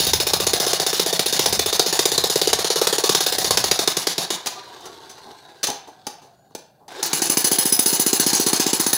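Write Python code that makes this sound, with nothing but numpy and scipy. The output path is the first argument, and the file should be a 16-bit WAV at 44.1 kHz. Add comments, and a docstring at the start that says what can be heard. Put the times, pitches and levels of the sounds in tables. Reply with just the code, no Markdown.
"""Breaker hammer on rocky ground

An electric hammer pounds rubble outdoors, its motor runs down, and it starts again on firm rock with a brighter ring.
Blows are bursts of gritty noise with a thump from the ground and a ringing chisel; pit wall and trees echo them.
The motor is fan noise, ticks and gear whine; clacks, light wind and a bird's whistle fill the scene.
All levels in dB are relative, before the final rounding of the peaks.
"""
import sys
import numpy as np
from scipy import signal
from scipy.io import wavfile
from scipy.ndimage import uniform_filter1d, map_coordinates

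SR = 44100
rng = np.random.default_rng(int(sys.argv[2]) if len(sys.argv) > 2 else 0)


def bounce(signal):
    """Save signal as a 16-bit WAV file at the path given by the first command-line argument."""
    frames = np.transpose(np.atleast_2d(signal))
    limited = np.clip(frames, -1, 1)
    pcm = np.round(limited * 32767).astype(np.int16)
    wavfile.write(sys.argv[1], SR, pcm)


N = 395577
TIME = np.arange(N) / SR

# Colour of quiet outdoor air: [f/Hz, level/dB]
AIR_COLOUR = [(25, -13.5), (130, 17), (300, 7.5), (800, 5.5), (1300, -16), (2600, -27.5), (4000, -29.5),
              (8000, -17.5), (15500, -14)]
# Colour of wind on the microphone: [f/Hz, level/dB]
WIND_COLOUR = [(25, -27), (45, -10), (85, 2.5), (140, -3), (260, -9.5), (900, -61)]
# Gusts on the microphone: [t/s, level/dB, half-length/s]
GUSTS = [(.13, -34.5, 0.16), (0.487, -39, 0.11), (1.578, -36, 0.14), (2.2, -44, .08), (2.54, -39.5, .08),
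         (3.562, -36, .16), (4.917, -56, 0.054)]
# How long the echo lasts, as the time to fall by 60 dB: [f/Hz, fall time/s]
ECHO_FALL = [(150, 0.12), (850, 0.5), (1600, 0.57), (2400, 0.53), (4300, 0.42), (9000, 0.26), (15000, 0.26)]
# Colour of the fan noise: [f/Hz, level/dB]
FAN_COLOUR = [(40, -37), (200, -14), (380, 4.5), (600, -6), (850, 1.5), (1250, -8.5), (1600, -3.5),
              (2600, -14.5), (3900, -1.5), (5000, -10), (6200, -12.5), (8000, -19), (10000, -21),
              (15500, -29)]
# Ringing tones of the hammer's casing: [f/Hz, width/Hz, level/dB]
CASING_MODES = [(765, 52, -8), (880, 60, -30), (1063, 20, -19.5), (1650, 160, -9), (2937, 100, -4.5),
                (4317, 99, 0.5)]
# Colour of the casing hum: [f/Hz, level/dB]
CASING_COLOUR = [(350, -3.0), (750, -2.5), (1600, -7.5), (2500, -27.5)]
# Two gears in the whine: [pitch ratio, level/dB]
GEARS = [(1, 1), (1.21, -4)]
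# Colour of the starting growl: [f/Hz, level/dB]
GROWL_COLOUR = [(150, -18), (400, 3), (560, -6), (800, 4), (1400, -6), (2200, -7), (4000, -21), (9000, -28)]
# Loose chisel, trigger and boots knock and scuff: [t/s, clack level/dB, thud level/dB, length/s]
KNOCKS = [(4.46, -21.5, -27, 0.0082), (4.469, -16.5, -31, 0.0092), (4.806, -45, -44, 0.01),
          (4.855, -37, -43, 0.015), (5.094, -39.5, -48, 0.022), (5.256, -70, -42, 0.064),
          (5.631, -18, -41, 0.0092), (5.639, -14.5, -37, 0.01), (5.67, -19.5, -30.5, 0.01),
          (5.684, -31, -23.5, 0.018), (5.701, -20, -23.5, 0.0042), (5.874, -49.5, -38.5, 0.025),
          (6.068, -22.5, -24.5, 0.0071), (6.218, -54, -47, 0.045), (6.506, -62, -48, 0.0093),
          (6.55, -27, -28, 0.007), (6.803, -80, -52, 0.06), (6.881, -40, -36, 0.006)]
# Colour of the steel clacks: [f/Hz, level/dB]
CLACK_COLOUR = [(60, -17), (300, -4.0), (900, -5.0), (1600, -0.5), (2200, -3), (2900, 0.0), (4400, 6),
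                (6400, 2.5), (7700, -4), (10500, -1.5), (12000, -12), (15500, -7)]
# Colour of the dull thuds: [f/Hz, level/dB]
THUD_COLOUR = [(50, -22), (200, -4.5), (400, 0.5), (580, -7.5), (850, 2.0), (2200, -37)]
# Colour of steel on stone, in loose rubble: [f/Hz, level/dB]
RUBBLE_COLOUR = [(90, -14.5), (350, -5.5), (700, 0), (1350, -8), (3000, -8.5), (3700, 0.5), (5600, -1.5),
                 (6900, -1.5), (7700, -11.5), (10900, -7.5), (11600, -14), (15500, -18)]
# Colour of steel on stone, on firm rock: [f/Hz, level/dB]
FIRM_COLOUR = [(90, -24), (350, 3), (600, -7.5), (850, -0.5), (1350, -9), (3400, -6.5), (4300, 1.5),
               (5500, -3), (6300, 5.5), (7700, -3), (10500, -11.5), (11700, -16)]
# Ringing tones of the chisel: [f/Hz, width/Hz, level in rubble/dB, level on firm rock/dB]
CHISEL_MODES = [(3690, 150, 3, -22), (5102, 42, -1, -6), (6037, 60, -7, -7), (8010, 38, -21, -16),
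                (8360, 65, -16, -16), (10168, 80, -7, -1), (10255, 90, -2, -3), (10670, 35, -16, -19),
                (12469, 50, -24, -14), (13218, 60, -14, -14), (14450, 600, -5, -11), (14675, 60, -5, -3.5),
                (14981, 60, -17, -13)]
# Speed of the striker in rubble, from the first blow on: [t/s, blows per s]
RATE_RUBBLE = [(0, 14.92), (1.005, 15.215), (1.794, 14.821), (2.357, 17.178), (3.089, 18.147),
               (3.571, 15.245), (3.902, 10.849), (4.35, 7.206)]
# Speed of the striker on firm rock, from the first blow on: [t/s, blows per s]
RATE_FIRM = [(7.028, 8.873), (7.298, 13.447), (7.614, 14.468), (8.2, 14.971), (8.97, 15.015)]
# Ordinary blows as the chisel works into rubble, before small trims:
# [t/s, crack level/dB, rattle level/dB, chisel ring level/dB, ground thump level/dB]
SEAT_RUBBLE = [(0, -18.5, -20, -31.5, -24), (1.3, -21, -19.5, -35, -21), (2.4, -19, -20.5, -36, -23.5),
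               (2.68, -21.5, -19.5, -50, -20.5), (3.05, -18, -19, -35, -17.5),
               (3.3, -19.5, -19, -33.5, -25), (3.55, -15, -20, -35.5, -22.5), (3.9, -12, -21.5, -37, -21),
               (4.3, -17, -22.5, -56, -26)]
# The same on firm rock:
# [t/s, crack level/dB, rattle level/dB, chisel ring level/dB, ground thump level/dB]
SEAT_FIRM = [(7.03, -13.5, -23, -33, -36), (7.2, -17, -21.5, -25.5, -24.5), (7.5, -23.5, -19.5, -22, -21),
             (7.72, -22, -26.5, -21, -20.5), (7.88, -21, -21, -22.5, -21), (8.35, -24.5, -18.5, -25.5, -18),
             (8.62, -21, -17.5, -30.5, -18.5), (8.93, -12.5, -27, -23.5, -21.5)]
# Hard bites, where steel meets solid stone: [t/s, extra crack level/dB, extra thump level/dB]
BITES = [(.133, 11, 4.5), (.333, 11, 4.5), (.469, 10, 3.5), (.534, 5.5, 6), (.732, 6, 3), (.995, 8, 3),
         (1.194, 11, 1), (1.392, 11, 5), (1.46, 10, 3), (1.591, 9, 2), (1.795, 13, 5), (1.992, 9.5, 6),
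         (2.055, 9.5, 7.5), (2.175, 9, 4), (2.239, 2, 6.5), (2.357, 5, 10), (2.415, 9.5, 6),
         (2.474, 6.5, 9), (2.533, 14.5, 3.5), (2.814, 5.5, 5.5), (2.872, 9.5, -1), (3.093, 5.5, 4.5),
         (3.149, 9, 0.5), (3.205, 7, -1.5), (3.508, 6.5, -1), (3.572, 6, 1.5), (3.712, 6.5, 3),
         (3.791, 2, 2), (3.875, 4, 3), (3.969, 2, 0), (4.069, 1, 1.5), (7.371, 9, 3.5), (7.791, 9, 0),
         (8.129, 8, 3), (8.531, 2, 2), (8.73, 5, 2.5)]

# Background: a light wind that slowly drops, and a far bird's thin rising whistle
BREEZE_DB, BREEZE_FADE_DB_PER_S = -48, 4
BIRD_S, BIRD_LENGTH_S, BIRD_HZ, BIRD_RISE_HZ, BIRD_DB = 6.31, .23, 6760, 270, -66.5

# Motor and fan: levels in the first and second bout, an ever faster fade, then the restart
RUN_DB, LOADED_DB = -40, -34
COAST_S, COAST_DB_PER_S, BRAKE_DB_PER_S2 = 4.31, 1.2, 5
RESTART_S, RESTART_DB, SPIN_UP_S = 6.88, -44, 0.085  # start time, first level, time constant
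WHINE_HZ, WHINE_SAG_HZ_PER_S = 1032, 170  # lower gear's pitch at COAST_S, and its fall
WHINE_DB, WHINE_PEAK_S, WHINE_RISE_DB_PER_S, WHINE_FADE_DB_PER_S = -42, 4.4, 69.5, 7.5
# Growl: level, final turning rate, time constants of the speeding up and of the fade
GROWL_DB, GROWL_TOP_HZ, GROWL_RISE_S, GROWL_FADE_S = -35.5, 230, .07, 0.16

# Blows: chance from blow to blow, in dB and as a share of the thump's pitch
CRACK_SCATTER_DB, RATTLE_SCATTER_DB, RING_SCATTER_DB, THUMP_SCATTER_DB = 1, 0.65, 0.8, 1.0
THUMP_PITCH_SCATTER = 0.015
THUMP_RUBBLE_HZ, THUMP_FIRM_HZ = 419.4, 307  # bounce of the ground at the usual speed
USUAL_RATE = 15  # blows per s
THUMP_STIFFENING = 0.11  # faster blows raise the thump's pitch: exponent of the speed
BITE_RATTLE = 0.19  # a bite leaves less rebound: rattle dB lost per dB of extra crack

EDGE_HZ = 15800  # upper edge of the final sound


def amp(db):
    """Turns decibels into a gain."""
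    return 10 ** (np.asarray(db) / 20)


def evened(x):
    """Scales a sound to an average strength (rms) of 1."""
    return x / np.sqrt(np.mean(x ** 2) + 1e-20)


def read(points, hz):
    """Reads a curve between its points, on a log-frequency axis."""
    f, value = np.transpose(points)
    return np.interp(np.log(hz + 1), np.log(f), value)


def curves(rows, s):
    """Reads each column of a table at the times s."""
    at, *columns = np.transpose(rows)
    return [np.interp(s, at, column) for column in columns]


def add(mix, s, sound):
    """Adds a sound into the mix at time s."""
    start = max(round(s * SR), 0)
    part = mix[start:][:len(sound)]
    part += sound[:len(part)]


def colour(x, points):
    """Shapes a sound with a spectrum; the filter has unit energy and never acts ahead of time."""
    hz = abs(np.fft.fftfreq(4096, 1 / SR))
    log_gain = np.log(amp(read(points, hz)))
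    # the Hilbert transform supplies the phase that gathers the energy at the start
    response = np.exp(np.conj(signal.hilbert(log_gain)))
    taps = np.fft.ifft(response).real[:2048]
    return signal.oaconvolve(x, taps / np.linalg.norm(taps))[:N]


def resonate(x, hz, width_hz):
    """Rings one tone of unit energy; a narrower width rings longer."""
    r = np.exp(-np.pi * width_hz / SR)
    pole = r * np.exp(2j * np.pi * hz / SR)
    return signal.lfilter([np.sqrt(2 * (1 - r * r))], [1, -pole], x).real


def grit(size, spread_db):
    """Makes dense tiny impacts of unequal strength, in clumps of about half a millisecond."""
    clumps = np.repeat(rng.standard_normal(size // 20 + 1), 20)[:size]
    return evened(rng.standard_normal(size) * amp(spread_db * clumps))


def mottled(x, patchy_db, patch_hz, patch_s):
    """Contacts keep shifting, so patches of the noise grow and fade in pitch and time."""
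    hz, t, z = signal.stft(x, SR, nperseg=1024)
    knots = rng.standard_normal((600, 900))
    where = np.meshgrid(hz / patch_hz, t / patch_s, indexing="ij")
    patches = evened(map_coordinates(knots, where, order=1, mode="mirror"))
    patchy = signal.istft(z * amp(patchy_db * patches), SR, nperseg=1024)[1]
    return evened(patchy[:len(x)])


def burst(t, length, steep):
    """Holds for a length of time, then falls away."""
    return 1 / (1 + (t / length) ** steep)


def outdoors():
    """Quiet air and wind are coloured noise; the bird is one gliding tone."""
    wind = amp(BREEZE_DB - BREEZE_FADE_DB_PER_S * TIME)
    for s, db, length in GUSTS:
        wind += amp(db) * np.exp(-((TIME - s) / length) ** 2)
    u = np.clip((TIME - BIRD_S) / BIRD_LENGTH_S, 0, 1)  # progress through the whistle
    hz = BIRD_HZ + BIRD_RISE_HZ * np.sin(np.pi / 2 * u)
    bird = amp(BIRD_DB) * np.sin(np.pi * u) * np.sin(2 * np.pi * np.cumsum(hz) / SR)
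    air = amp(-58) * colour(rng.standard_normal(N), AIR_COLOUR)
    return air + wind * colour(rng.standard_normal(N), WIND_COLOUR) + bird


def echo(x):
    """Pit wall and trees scatter the sound; three fading tails take turns as the operator sways."""
    out = np.zeros(N)
    for k in range(3):
        # sparse random reflections, none in the first 7 ms
        chosen = rng.standard_normal(SR) * (rng.random(SR) < 3000 / SR)
        taps = chosen * (TIME[:SR] > .007)
        hz, t, z = signal.stft(taps, SR, nperseg=256)
        fall = amp(-60 * t / read(ECHO_FALL, hz)[:, None])
        tail = signal.istft(z * fall, SR, nperseg=256)[1]
        turn = np.sqrt(2 / 3) * np.cos(2 * np.pi * (1.3 * TIME + k / 3))
        out += signal.fftconvolve(x * turn, tail / np.linalg.norm(tail))[:N]
    return out


def housing(x):
    """The hammer's casing rings at several tones when shaken."""
    return sum(amp(db) * resonate(x, hz, width) for hz, width, db in CASING_MODES)


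def motor_level():
    """The motor's level in dB holds, falls ever faster as it coasts, and rises on restarting."""
    coasting = np.maximum(TIME - COAST_S, 0)
    restarted = np.maximum(TIME - RESTART_S, 0)
    first = RUN_DB - COAST_DB_PER_S * coasting - BRAKE_DB_PER_S2 * coasting ** 2
    second = LOADED_DB + (RESTART_DB - LOADED_DB) * np.exp(-restarted / SPIN_UP_S)
    return np.where(TIME < RESTART_S, first, second)


def motor():
    """The fan rushes, the casing hums, loose parts tick, and two gears whine unsteadily."""
    level_db = motor_level()
    clatter = evened(uniform_filter1d(uniform_filter1d(rng.standard_normal(N), 600), 400))
    air = mottled(grit(N, spread_db=3), patchy_db=2.5, patch_hz=140, patch_s=.07)

    # piston and crank knock in their play: about 22 ticks a second, each fading over 12 ms
    impulses = rng.random(N) * (rng.random(N) < 22 / SR)
    ticks = signal.lfilter([1], [1, -np.exp(-1 / (.012 * SR))], impulses)
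    rush = amp(level_db + 2.0 * clatter) * colour(air * (1 + 0.54 * ticks), FAN_COLOUR)
    casing = amp(0.5 * level_db - 34) * colour(housing(air), CASING_COLOUR)

    hz = WHINE_HZ - WHINE_SAG_HZ_PER_S * (TIME - COAST_S)
    after_peak = TIME - WHINE_PEAK_S
    whine_db = WHINE_DB - np.maximum(-WHINE_RISE_DB_PER_S * after_peak, WHINE_FADE_DB_PER_S * after_peak)
    turns = np.cumsum(hz) / SR
    slow_filter = signal.butter(2, 18, fs=SR, output="sos")
    whine = np.zeros(N)
    for ratio, gear_db in GEARS:
        flutter = evened(signal.sosfilt(slow_filter, rng.standard_normal(N)))
        whine += amp(whine_db + gear_db) * flutter * np.sin(2 * np.pi * ratio * turns)
    return rush + casing + whine


def growl():
    """On starting, the armature jolts the gears once a turn, faster and faster, while the growl fades."""
    t = np.arange(SR // 2) / SR
    turns = np.cumsum(GROWL_TOP_HZ * (1 - np.exp(-t / GROWL_RISE_S))) / SR
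    jolts = np.diff(np.floor(turns), prepend=0)
    jolts *= 1 + 0.32 * rng.standard_normal(len(t))
    out = np.zeros(N)
    add(out, RESTART_S, amp(GROWL_DB) * evened(jolts) * np.exp(-t / GROWL_FADE_S))
    return colour(out, GROWL_COLOUR)


def knocks():
    """Short noise bursts make steel clacks with dull thuds; a ringing tone follows the clacks."""
    t = np.arange(SR // 5) / SR
    clacks, thuds = np.zeros(N), np.zeros(N)
    for s, clack_db, thud_db, length in KNOCKS:
        add(clacks, s, amp(clack_db) * grit(len(t), spread_db=0.0) * burst(t, length, steep=3.1))
        add(thuds, s, amp(thud_db) * grit(len(t), spread_db=1.5) * burst(t, length, steep=4.1))
    holder = amp(-6.5) * resonate(clacks, 6110, 120)
    return colour(clacks, CLACK_COLOUR) + holder + colour(thuds, THUD_COLOUR)


def thump(t, hz, cycles, delay):
    """The ground is pushed down and springs back as a short, smoothly fading wave."""
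    u = (t - delay) * hz
    return 2.3 * np.exp(-(u / cycles) ** 2) * np.cos(2 * np.pi * u)


def blows(speed, seat, firm):
    """Each crank turn gives one blow: time, stroke length, ground, four levels and thump pitch."""
    t = np.arange(speed[0][0], speed[-1][0], 1 / SR)
    rate, = curves(speed, t)
    turns = np.cumsum(rate) / SR
    s = np.interp(np.arange(int(turns[-1]) + 1), turns, t)  # times of the whole turns
    per_s = np.interp(s, t, rate)
    stroke = np.clip(1 / per_s, .055, .08)  # seconds

    # a bite belongs to the blow within half a stroke of it
    bite_db, heave_db = sum(np.outer(extra, abs(s - at) < stroke / 2) for at, *extra in BITES)
    ordinary = bite_db == 0
    crack_db, rattle_db, ring_db, thump_db = curves(seat, s)
    chance = rng.standard_normal((len(s), 5)).T
    crack_db = crack_db + bite_db + CRACK_SCATTER_DB * chance[0] * ordinary
    rattle_db = rattle_db - BITE_RATTLE * bite_db + RATTLE_SCATTER_DB * chance[1]
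    ring_db = ring_db + RING_SCATTER_DB * chance[2]
    thump_db = thump_db + heave_db + THUMP_SCATTER_DB * chance[3] * ordinary
    thump_hz = THUMP_FIRM_HZ if firm else THUMP_RUBBLE_HZ
    thump_hz = thump_hz * (per_s / USUAL_RATE) ** THUMP_STIFFENING * (1 + THUMP_PITCH_SCATTER * chance[4])
    return zip(s, stroke, [firm] * len(s), crack_db, rattle_db, ring_db, thump_db, thump_hz, strict=True)


def hammer():
    """Each blow cracks and thumps, then the chisel chatters on the stone until the striker draws back."""
    t = np.arange(SR // 10) / SR
    crushing = mottled(grit(N + len(t), spread_db=3.0), patchy_db=2.0, patch_hz=230.2, patch_s=.07)
    # stone and steel have one row for rubble and one for firm rock
    stone, steel = np.zeros((2, N)), np.zeros((2, N))
    ground, chatter = np.zeros(N), np.zeros(N)
    both_bouts = [*blows(RATE_RUBBLE, SEAT_RUBBLE, firm=0), *blows(RATE_FIRM, SEAT_FIRM, firm=1)]
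    for s, stroke, firm, crack_db, rattle_db, ring_db, thump_db, thump_hz in both_bouts:
        grains = crushing[max(round(s * SR), 0):][:len(t)]
        crack = grains * burst(t, length=0.006, steep=3.2)
        # a slower stroke leaves the chisel longer to rebound
        rebound_s = 0.75 * stroke * np.exp(0.11 * rng.standard_normal())
        rebounds = burst(t, length=rebound_s, steep=16)
        add(stone[firm], s, amp(crack_db + 0.1) * crack + amp(rattle_db - 1.5) * grains * rebounds)
        add(chatter, s, amp(rattle_db - 18.5) * grains * rebounds)

        # the chisel rings up just after the blow, and the rebounds keep it going
        kick = 2 * np.exp(-((t - .005) / 0.0024) ** 2)
        drive = kick + 1.7 * rebounds * np.exp(-t / 0.055)
        add(steel[firm], s, amp(ring_db - 1.5) * grit(len(t), spread_db=7) * drive)

        if firm:
            push = -1.2 * thump(t, thump_hz, cycles=0.58, delay=0.00293)
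        else:
            push = thump(t, thump_hz, cycles=1.28, delay=0.00441)
        add(ground, s, amp(thump_db + 1.85) * push)

    ring = np.zeros(N)
    for hz, width, loose_db, firm_db in CHISEL_MODES:
        ring += resonate(amp(loose_db) * steel[0] + amp(firm_db) * steel[1], hz, width)
    rock = colour(stone[0], RUBBLE_COLOUR) + colour(stone[1], FIRM_COLOUR)
    # the hammer's body booms, but so small a source gives off little deep bass
    boom = amp(-21.0) * resonate(stone[0] + stone[1], 170, 61)
    low_cut = signal.butter(4, 120, "high", fs=SR, output="sos")
    return signal.sosfilt(low_cut, [rock + ring + housing(chatter) + boom, ground])


def scene():
    """Adds up all sources, with an echo of the blows and knocks."""
    strikes, ground = hammer()
    handling = knocks()
    wet = echo(amp(-10.0) * strikes + amp(-16) * ground + amp(-6.5) * handling)
    return (strikes + ground + handling + wet + motor() + growl() + outdoors())[None]


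def record(dry):
    """Rounds off the peaks, then removes what lies above the upper edge."""
    rounded = 1.024 * np.tanh(dry / 1.377)
    low_pass = signal.firwin(511, EDGE_HZ, window=("kaiser", 9), fs=SR)
    return signal.oaconvolve(rounded, low_pass[None], "same")


dry = scene()
out = record(dry)
bounce(out)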